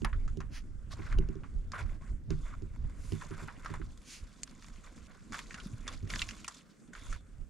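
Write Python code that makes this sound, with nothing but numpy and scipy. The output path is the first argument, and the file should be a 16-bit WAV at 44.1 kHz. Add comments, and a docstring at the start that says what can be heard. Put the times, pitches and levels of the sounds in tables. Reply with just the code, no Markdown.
"""Outdoors on snow: a stick pokes and rakes the coals in a foil tray, a few steps from a small camera.
Pokes are noise bursts that ring the foil and crack; raking is grainy noise through foil and grit resonances.
Gusts buffet the microphone ports as lumpy low noise, and something loose knocks on the camera housing
near the right port, ringing its modes. Dry ticks, cloth swishes, boot thuds and a faint hiss of air join in."""
import sys
import numpy as np
from scipy import signal
from scipy.io import wavfile
from scipy.ndimage import uniform_filter1d

SR = 44100
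rng = np.random.default_rng(int(sys.argv[2]) if len(sys.argv) > 2 else 0)


def to_linear_factor(level_db):
    """Convert decibel levels (scalar or array-like) to linear amplitude factors."""
    exponent = np.asarray(level_db, float) / 20
    return 10 ** exponent


def master_out(mix):
    """Clip the mix to full scale and print it as 16-bit PCM to the path in sys.argv[1]."""
    frames = np.transpose(np.atleast_2d(mix))
    ceiling = np.clip(frames, -1, 1)
    pcm = np.round(ceiling * 32767).astype(np.int16)
    wavfile.write(sys.argv[1], SR, pcm)


N = 330353

# foil tray resonances: pitch_hz, width_hz, level_db
TRAY_RESONANCES = [(493, 460, -7.5), (1050, 175, -3), (1300, 583, -4), (1760, 1160, -7.5)]
# bright resonances of crinkling foil and grit: pitch_hz, width_hz, level_db
GRIT_RESONANCES = [(2480, 870, 0), (3500, 173, 3), (4360, 2280, 0), (6900, 1390, 2), (9820, 660, -3)]
HIT_T60_S = .012   # a sharp contact dies by 60 dB


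def rms_one(x):
    """Scale to rms 1."""
    return x / np.sqrt(np.mean(x ** 2) + 1e-20)


def at_peak(x, peak_db):
    """Scale to a peak level."""
    return to_linear_factor(peak_db) * x / np.abs(x).max()


def add_at(out, start_s, event):
    """Mix one short event into a track."""
    at = round(start_s * SR)
    out[at:at + len(event)] += event


def in_time(rows):
    """Columns of a curve, one value a sample; the first column is time in s."""
    s, *columns = np.transpose(rows)
    return [np.interp(np.arange(N) / SR, s, c) for c in columns]


def swells(rows, rise_db_per_s, fall_db_per_s):
    """Gain of (start_s, length_s, level_db) events: a steady rise, a hold, a steady fall; powers add."""
    t = np.arange(0, N + 64, 64) / SR
    power = 0
    for start_s, length_s, level_db in rows:
        rise_db = rise_db_per_s * np.maximum(start_s - t, 0)
        fall_db = fall_db_per_s * np.maximum(t - start_s - length_s, 0)
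        power = power + to_linear_factor(level_db - rise_db - fall_db) ** 2
    return np.interp(np.arange(N) / SR, t, np.sqrt(power))


def band(x, low_hz, high_hz, order=2):
    """Butterworth band-pass."""
    return signal.sosfilt(signal.butter(order, [low_hz, high_hz], "band", fs=SR, output="sos"), x)


def drift(rate_hz):
    """Slow random wander of rms 1: noise through two equal low-pass poles, at a 40th of the sample rate."""
    r = np.exp(-80 * np.pi * rate_hz / SR)
    noise = rng.standard_normal(N // 40 + 2002)
    slow = signal.lfilter([1], [1, -2 * r, r * r], noise)[2000:]   # drop the filter's start
    return np.interp(np.arange(N) / 40, np.arange(len(slow)), rms_one(slow))


def resonance(x, hz, width_hz):
    """Two-pole peak of gain 1."""
    r = np.exp(-np.pi * width_hz / SR)
    poles = [1, -2 * r * np.cos(2 * np.pi * hz / SR), r * r]
    return signal.lfilter([(1 - r * r) / 2, 0, (r * r - 1) / 2], poles, x)


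def body(x, peaks):
    """Resonances in parallel, signs alternating."""
    return sum(to_linear_factor(db) * (-1) ** k * resonance(x, hz, width) for k, (hz, width, db) in enumerate(peaks))


def grains(per_s, spread_db, smooth):
    """Uneven contacts, each a burst that dies in 17 ms, over a share of smooth friction noise that wavers."""
    born = rng.random(N) < per_s / SR
    sizes = to_linear_factor(spread_db * np.minimum(rng.exponential(1, N), 4))
    bursts = signal.lfilter([1], [1, -to_linear_factor(-60 / (.017 * SR))], born * sizes + 1e-18)
    friction = smooth * to_linear_factor(7.35 * drift(8.7))
    return (rms_one(bursts) + friction) * rng.standard_normal(N)


def pokes():
    """Each poke is a sharp contact that rings the foil at its own pitch, then a grainy rattle and a bright crack."""
    # pokes, levels ahead of the way over snow: start_s, peak_db, foil_pitch_hz, crack_peak_db
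    poke_events = [(0.0471, -24, 1890, -27), (0.0476, -25.5, 1000, -46), (0.13, -35, 1330, -80),
                   (0.278, -41.5, 1300, -48), (0.404, -35.5, 1050, -41), (1.125, -34.5, 1480, -46),
                   (1.435, -43, 1050, -93), (1.7186, -43, 1450, -36), (3.483, -33, 1050, -60),
                   (3.6593, -29.5, 1140, -41.5), (3.7384, -34, 1060, -75), (3.816, -39.5, 1300, -71),
                   (4.433, -22.5, 7300, -30.5), (5.3224, -39, 1280, -36.5), (5.3433, -30, 1210, -33.5),
                   (5.508, -37, 1770, -64), (5.543, -37, 1670, -35.5), (5.601, -36.5, 3270, -60),
                   (5.878, -32.5, 1340, -28.5), (6.1022, -32, 2270, -32), (6.137, -26, 1680, -38),
                   (6.192, -27.5, 3460, -48), (6.218, -21.5, 2380, -24.5), (6.289, -36.5, 1680, -29.5),
                   (6.309, -48, 1270, -33), (6.4452, -33, 2500, -77), (6.4795, -33.5, 1110, -26),
                   (6.933, -41.5, 1480, -66), (6.951, -38, 1430, -47.5), (7.127, -33.5, 1430, -40.5)]
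    rattle_db, rattle_cycles = -4, 130   # level before its share below; cycles of the pitch to die by 60 dB
    out, t = np.zeros(N + SR), np.arange(SR // 6) / SR
    hit = to_linear_factor(-60 * t / HIT_T60_S)
    for start_s, peak_db, hz, crack_db in poke_events:
        burst, snap, lumps = rng.standard_normal((3, len(t)))
        burst[0] = snap[0] = 4.4    # the first touch is a hard click
        fade = to_linear_factor(-60 * t * hz / rattle_cycles)
        unevenness_db = 4.0 * rms_one(uniform_filter1d(lumps, size=90))   # coals settle unevenly
        rattle = to_linear_factor(rattle_db + unevenness_db) * fade * (1 - fade ** 20)

        ring = resonance(burst * (hit + 0.58 * rattle), hz, 0.21 * hz)
        ring = ring + 0.36 * body(burst * (hit + rattle), TRAY_RESONANCES)
        ring = band(ring, hz / 2, min(3.7 * hz, 9800), order=3)    # the ring stays near its pitch

        # every crack has its own balance of the grit resonances
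        luck_db = 5.1 * rng.standard_normal(len(GRIT_RESONANCES))
        colour = [(f, width, db + luck) for (f, width, db), luck in zip(GRIT_RESONANCES, luck_db)]
        crack = body(snap * (hit + rattle * fade), colour)
        add_at(out, start_s, at_peak(ring, peak_db) + at_peak(crack, crack_db))
    return out[:N]


def rake():
    """Coals grind on the foil, each resonance with grains of its own, so the colour shifts; grit and cloth hiss above."""
    # slow rise and fall of the stirring of coals and clothing: time_s, crunch_db, hiss_db
    stirring = [(0.0, -70, -70), (0.85, -79.5, -82), (1.2, -60.5, -76), (1.55, -75, -73), (2.22, -93, -88),
                (2.4, -70, -66), (2.75, -72, -77.5), (3.2, -59.5, -61), (3.75, -63.5, -67),
                (4.0, -72.5, -67.5), (4.7, -64.5, -63.5), (5.22, -71.5, -71.5), (5.45, -60.5, -60),
                (6.02, -69, -65), (6.3, -54.5, -53.5), (6.62, -75, -74.5), (7.49, -82, -81.5)]
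    # strokes of the stick through the coals: start_s, length_s, crunch_db, hiss_db
    stroke_events = [(0.909, 0.021, -52.5, -57.5), (0.971, 0.16, -54, -63.5), (1.736, 0.071, -44, -55.5),
                     (1.861, 0.081, -59, -65.5), (2.013, 0.077, -61.5, -73), (2.306, 0.019, -54.5, -60),
                     (2.452, 0.089, -58.5, -72.5), (3.214, 0.0092, -43.5, -53), (3.314, 0.014, -54, -81),
                     (3.388, 0.012, -56.5, -77), (3.636, 0.12, -54, -62), (4.836, 0.044, -57.5, -62),
                     (4.961, 0.015, -61, -59), (5.037, 0.03, -88, -59.5), (5.083, 0.08, -61.5, -69),
                     (5.332, 0.061, -48, -48.5), (5.572, 0.059, -60, -64.5), (5.869, 0.072, -52, -54),
                     (6.099, 0.11, -53, -48.5), (6.37, 0.16, -77, -60), (6.545, 0.051, -66, -56),
                     (6.935, 0.22, -59, -59)]
    crunch_db, hiss_db = in_time(stirring)
    strokes = np.array(stroke_events)
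    crunch_strokes = swells(strokes[:, [0, 1, 2]], rise_db_per_s=2200, fall_db_per_s=424)
    hiss_strokes = swells(strokes[:, [0, 1, 3]], rise_db_per_s=2200, fall_db_per_s=424)

    catches = .7 * grains(60, spread_db=5.0, smooth=.3)    # the stick catches, all resonances sound at once
    crunch = 0
    for hz, width, db in TRAY_RESONANCES:
        for shift in (-.3, .3):    # a lower and an upper patch of foil
            grind = grains(170, spread_db=5.0, smooth=.35) + catches
            # two resonances in a row: the foil rings, the valleys stay dark
            patch = resonance(grind, hz + shift * width, width / 2)
            crunch = crunch + to_linear_factor(db) * resonance(patch, hz, width)
    hiss = 0
    for hz, width, db in GRIT_RESONANCES:
        scrape = grains(220, spread_db=5.0, smooth=.45) + catches
        hiss = hiss + to_linear_factor(db) * resonance(scrape, hz, width)
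    crunch_gain = np.hypot(to_linear_factor(crunch_db), crunch_strokes)
    hiss_gain = np.hypot(to_linear_factor(hiss_db), hiss_strokes)
    return crunch_gain * rms_one(crunch) + hiss_gain * rms_one(hiss)


def ticks():
    """Small dry ticks of coal on foil: a few ms of broad crackle through tray and grit."""
    # ticks, levels ahead of the way over snow: start_s, peak_db
    tick_events = [(4.4758, -42.5), (4.6235, -44), (4.644, -44), (4.7596, -48.5), (5.3905, -31.5),
                   (6.075, -45), (6.1585, -26.5)]
    out, t = np.zeros(N + SR), np.arange(SR // 20) / SR
    for start_s, peak_db in tick_events:
        burst = rng.standard_normal(len(t)) * to_linear_factor(-60 * t / HIT_T60_S)
        tick = 14.0 * body(burst, TRAY_RESONANCES[1:]) + body(burst, GRIT_RESONANCES)
        add_at(out, start_s, at_peak(tick, peak_db))
    return out[:N]


def swishes():
    """Even friction noise under a bell-shaped swell, 6 dB down a half-length from its peak."""
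    # smooth swishes, perhaps a sleeve or boot brushing: peak_s, half_length_s, main_db, low_body_db, fine_hiss_db
    swish_events = [(0.563, 0.028, -55.5, -54.5, -103), (3.097, 0.086, -63.5, -87, -69),
                    (4.129, 0.05, -51, -68, -65.5)]
    t, noise = np.arange(N) / SR, rng.standard_normal(N)
    main = band(body(noise, GRIT_RESONANCES), 630, 9300)
    low_body = resonance(noise, 1750, 1040)
    fine_hiss = band(noise, 7700, 11000)
    out = 0
    for peak_s, half_s, *levels_db in swish_events:
        bell = .5 ** (((t - peak_s) / half_s) ** 2)
        for level_db, layer in zip(levels_db, [main, low_body, fine_hiss]):
            out = out + bell * to_linear_factor(level_db) * rms_one(layer)
    return out


def placed(x, unlike):
    """A source ahead, slightly right; snow and trees scatter a little of it differently to each side."""
    lags = (rng.uniform(0.00098, 0.011, 6) * SR).astype(int)
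    side = sum((-1) ** k * np.pad(x, (lag, 0))[:N] for k, lag in enumerate(lags)) / np.sqrt(6)
    return x * to_linear_factor([[-.6], [.6]]) + unlike * side * [[1], [-1]]


def wind():
    """Lumpy pressure on the ports, partly shared, partly each port's own, with short puffs that thump."""
    # slow rise and fall of the wind on the ports: time_s, rumble_db
    slow_wind = [(0.0, -37.5), (0.5, -44.5), (1.05, -42.5), (2.3, -43), (3.1, -42.5), (3.62, -50.5),
                 (3.85, -42.5), (4.05, -61), (5.5, -52.5), (6.2, -43), (6.7, -75.5), (6.95, -61),
                 (7.1, -40), (7.49, -75)]
    # faster flutter of the wind: time_s, level_db
    fast_flutter = [(0, -58.5), (5.1, -60.5), (6.25, -53), (6.5, -60.5), (7.49, -65)]
    # buffets, short puffs that thump the ports: peak_s, rumble_db
    buffets = [(0.158, -27.5), (0.263, -31), (1.179, -21.5), (1.566, -31.5), (1.835, -33), (2.113, -34),
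               (2.318, -26.5), (2.849, -34.5), (4.228, -43), (4.717, -44.5), (7.404, -37)]
    (slow_db,), (flutter_db,) = in_time(slow_wind), in_time(fast_flutter)
    puffs = swells([(s, 0, db) for s, db in buffets], rise_db_per_s=258, fall_db_per_s=197)
    rumble = np.hypot(to_linear_factor(slow_db), puffs)
    layers = [(rumble, 18, 46, .4, 2.5),   # gain, low_hz, high_hz, each port's own share, lumps_db
              (rumble * to_linear_factor(-9.5), 60, 115, .45, 4.0),
              (to_linear_factor(flutter_db), 140, 270, .55, 4.0)]
    out = 0
    for gain, low_hz, high_hz, own, lumpy_db in layers:
        mid, side = band(rng.standard_normal((2, N)), low_hz, high_hz)
        lumps = to_linear_factor(lumpy_db * drift(20.3))
        out = out + gain * (rms_one(mid * lumps) + own * rms_one(side * lumps) * [[1], [-1]])
    # each buffet also gives one rounded push
    t = np.arange(N) / SR
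    push = sum(to_linear_factor(db + 2.5) * np.exp(-((t - s) / 0.0062) ** 2) for s, db in buffets)
    return (out + band(push, 18.7, 150)) * to_linear_factor([[-1.5], [1.5]])


def knocks():
    """Soft jolts ring the housing modes, heard through the case mostly on the right."""
    # knocks on the housing, relative strength: start_s, strength_db, hardness_db_per_octave
    knock_events = [(0.019, -39, 3), (0.372, -39.5, 1), (0.99, -42, -2), (1.186, -34.5, 1.5),
                    (1.288, -40, 5.5), (1.355, -44.5, 7), (2.305, -35, 4.5), (2.621, -42.5, 1),
                    (3.121, -35.5, -0.5), (3.308, -40.5, 2.5), (3.422, -43.5, -2.5), (3.702, -43.5, 1.5),
                    (3.798, -45.5, 3), (6.028, -42.5, -3)]
    # housing modes: pitch_hz, level_db, t60_s, left gain for a right gain of 1
    housing_modes = [(98.4, -5.5, 0.17, 0.74), (154, -4.5, 0.267, 0.015), (221.3, -9, 0.19, -0.23),
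                     (321.3, -5.5, 0.1, -0.12), (383, -8.5, 0.12, 0.38)]
    start_s, strength_db, hard_db = np.transpose(knock_events)
    at = np.round(start_s * SR).astype(int)
    luck_db = 2.5 * rng.standard_normal((len(at), len(housing_modes)))
    out = np.zeros((2, N))
    swell = np.exp(-1 / (0.0016 * SR))
    for k, (hz, level_db, t60_s, left) in enumerate(housing_modes):
        clicks = np.full(N, 1e-18)
        clicks[at] = to_linear_factor(strength_db + level_db + hard_db * np.log2(hz / 200) + luck_db[:, k])
        r, w = to_linear_factor(-60 / (t60_s * SR)), 2 * np.pi * hz / SR
        ring = signal.lfilter([0, np.sin(w)], [1, -2 * r * np.cos(w), r * r], clicks)
        # a second, faster decay subtracted makes the ring swell over some ms
        fast = signal.lfilter([0, np.sin(w)], [1, -2 * r * swell * np.cos(w), (r * swell) ** 2], clicks)
        out += (ring - fast) * [[left], [1]]
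    # the loose part ticks for a few ms as it lands; the tick grows with the square of the jolt
    landed = np.full(N, 1e-18)
    landed[at] = to_linear_factor(2 * strength_db + 38.0)
    tick = signal.lfilter([1], [1, -to_linear_factor(-60 / (0.016 * SR))], landed) * rng.standard_normal(N)
    tick = resonance(tick, 770, 830) + resonance(tick, 2780, 510) + body(tick, GRIT_RESONANCES[2:]) / 2
    return to_linear_factor(14.5) * band(out, 43, 368) + band(tick, 330, 9600) * to_linear_factor([[-3], [0]])


def thuds():
    """A soft push that swells for about a cycle and dies within a few."""
    # dull thuds, perhaps boots shifting in the snow: start_s, peak_db, pitch_hz
    thud_events = [(5.66, -33, 193), (5.732, -33, 108)]
    out, t = np.zeros(N + SR), np.arange(SR // 6) / SR
    for start_s, peak_db, hz in thud_events:
        decay = to_linear_factor(-60 * t * hz / 5.9)   # 5.9 cycles to die by 60 dB
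        push = np.sin(2 * np.pi * hz * t) * decay * (1 - np.exp(-hz * t))
        add_at(out, start_s, at_peak(push, peak_db))
    return out[:N]


def air():
    """Far hiss of the open landscape: half-octave bands of noise, each wavering on its own."""
    # still air, relative spectrum: pitch_hz, level_db per Hz
    air_spectrum = [(200, -28), (560, 2.5), (833, -24), (1200, -6), (4010, -24), (7550, -17),
                    (10300, -35.5)]
    out, edges_hz = 0, 200 * 2 ** np.arange(0, 6.6, .5)
    white = rng.standard_normal((2, 2, N))   # neighbouring bands take turns between two noises
    hz, db = np.transpose(air_spectrum)
    for k, (low, high) in enumerate(zip(edges_hz, edges_hz[1:])):
        mid, side = band(white[k % 2], low, high)
        level_db = np.interp(np.log(low * high) / 2, np.log(hz), db)
        gain = to_linear_factor(level_db + 2.5 * drift(5.2))
        out = out + gain * (mid + .6 * side * [[1], [-1]])
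    return to_linear_factor(-71) * rms_one(out)


def scene():
    """Tray ahead, dulled on its way over snow; wind and knocks at the camera."""
    tray = band(rake() + pokes() + ticks(), 270, 8330) + swishes()
    return placed(tray, unlike=0.31) + wind() + knocks() + thuds() + air()


def top_cut(x):
    """Nothing passes above the cut-off."""
    return signal.sosfilt(signal.butter(12, 15620, fs=SR, output="sos"), x)


def record(dry):
    """Turn the dry mix into the finished sound."""
    return top_cut(dry)


dry = scene()
out = record(dry)
master_out(out)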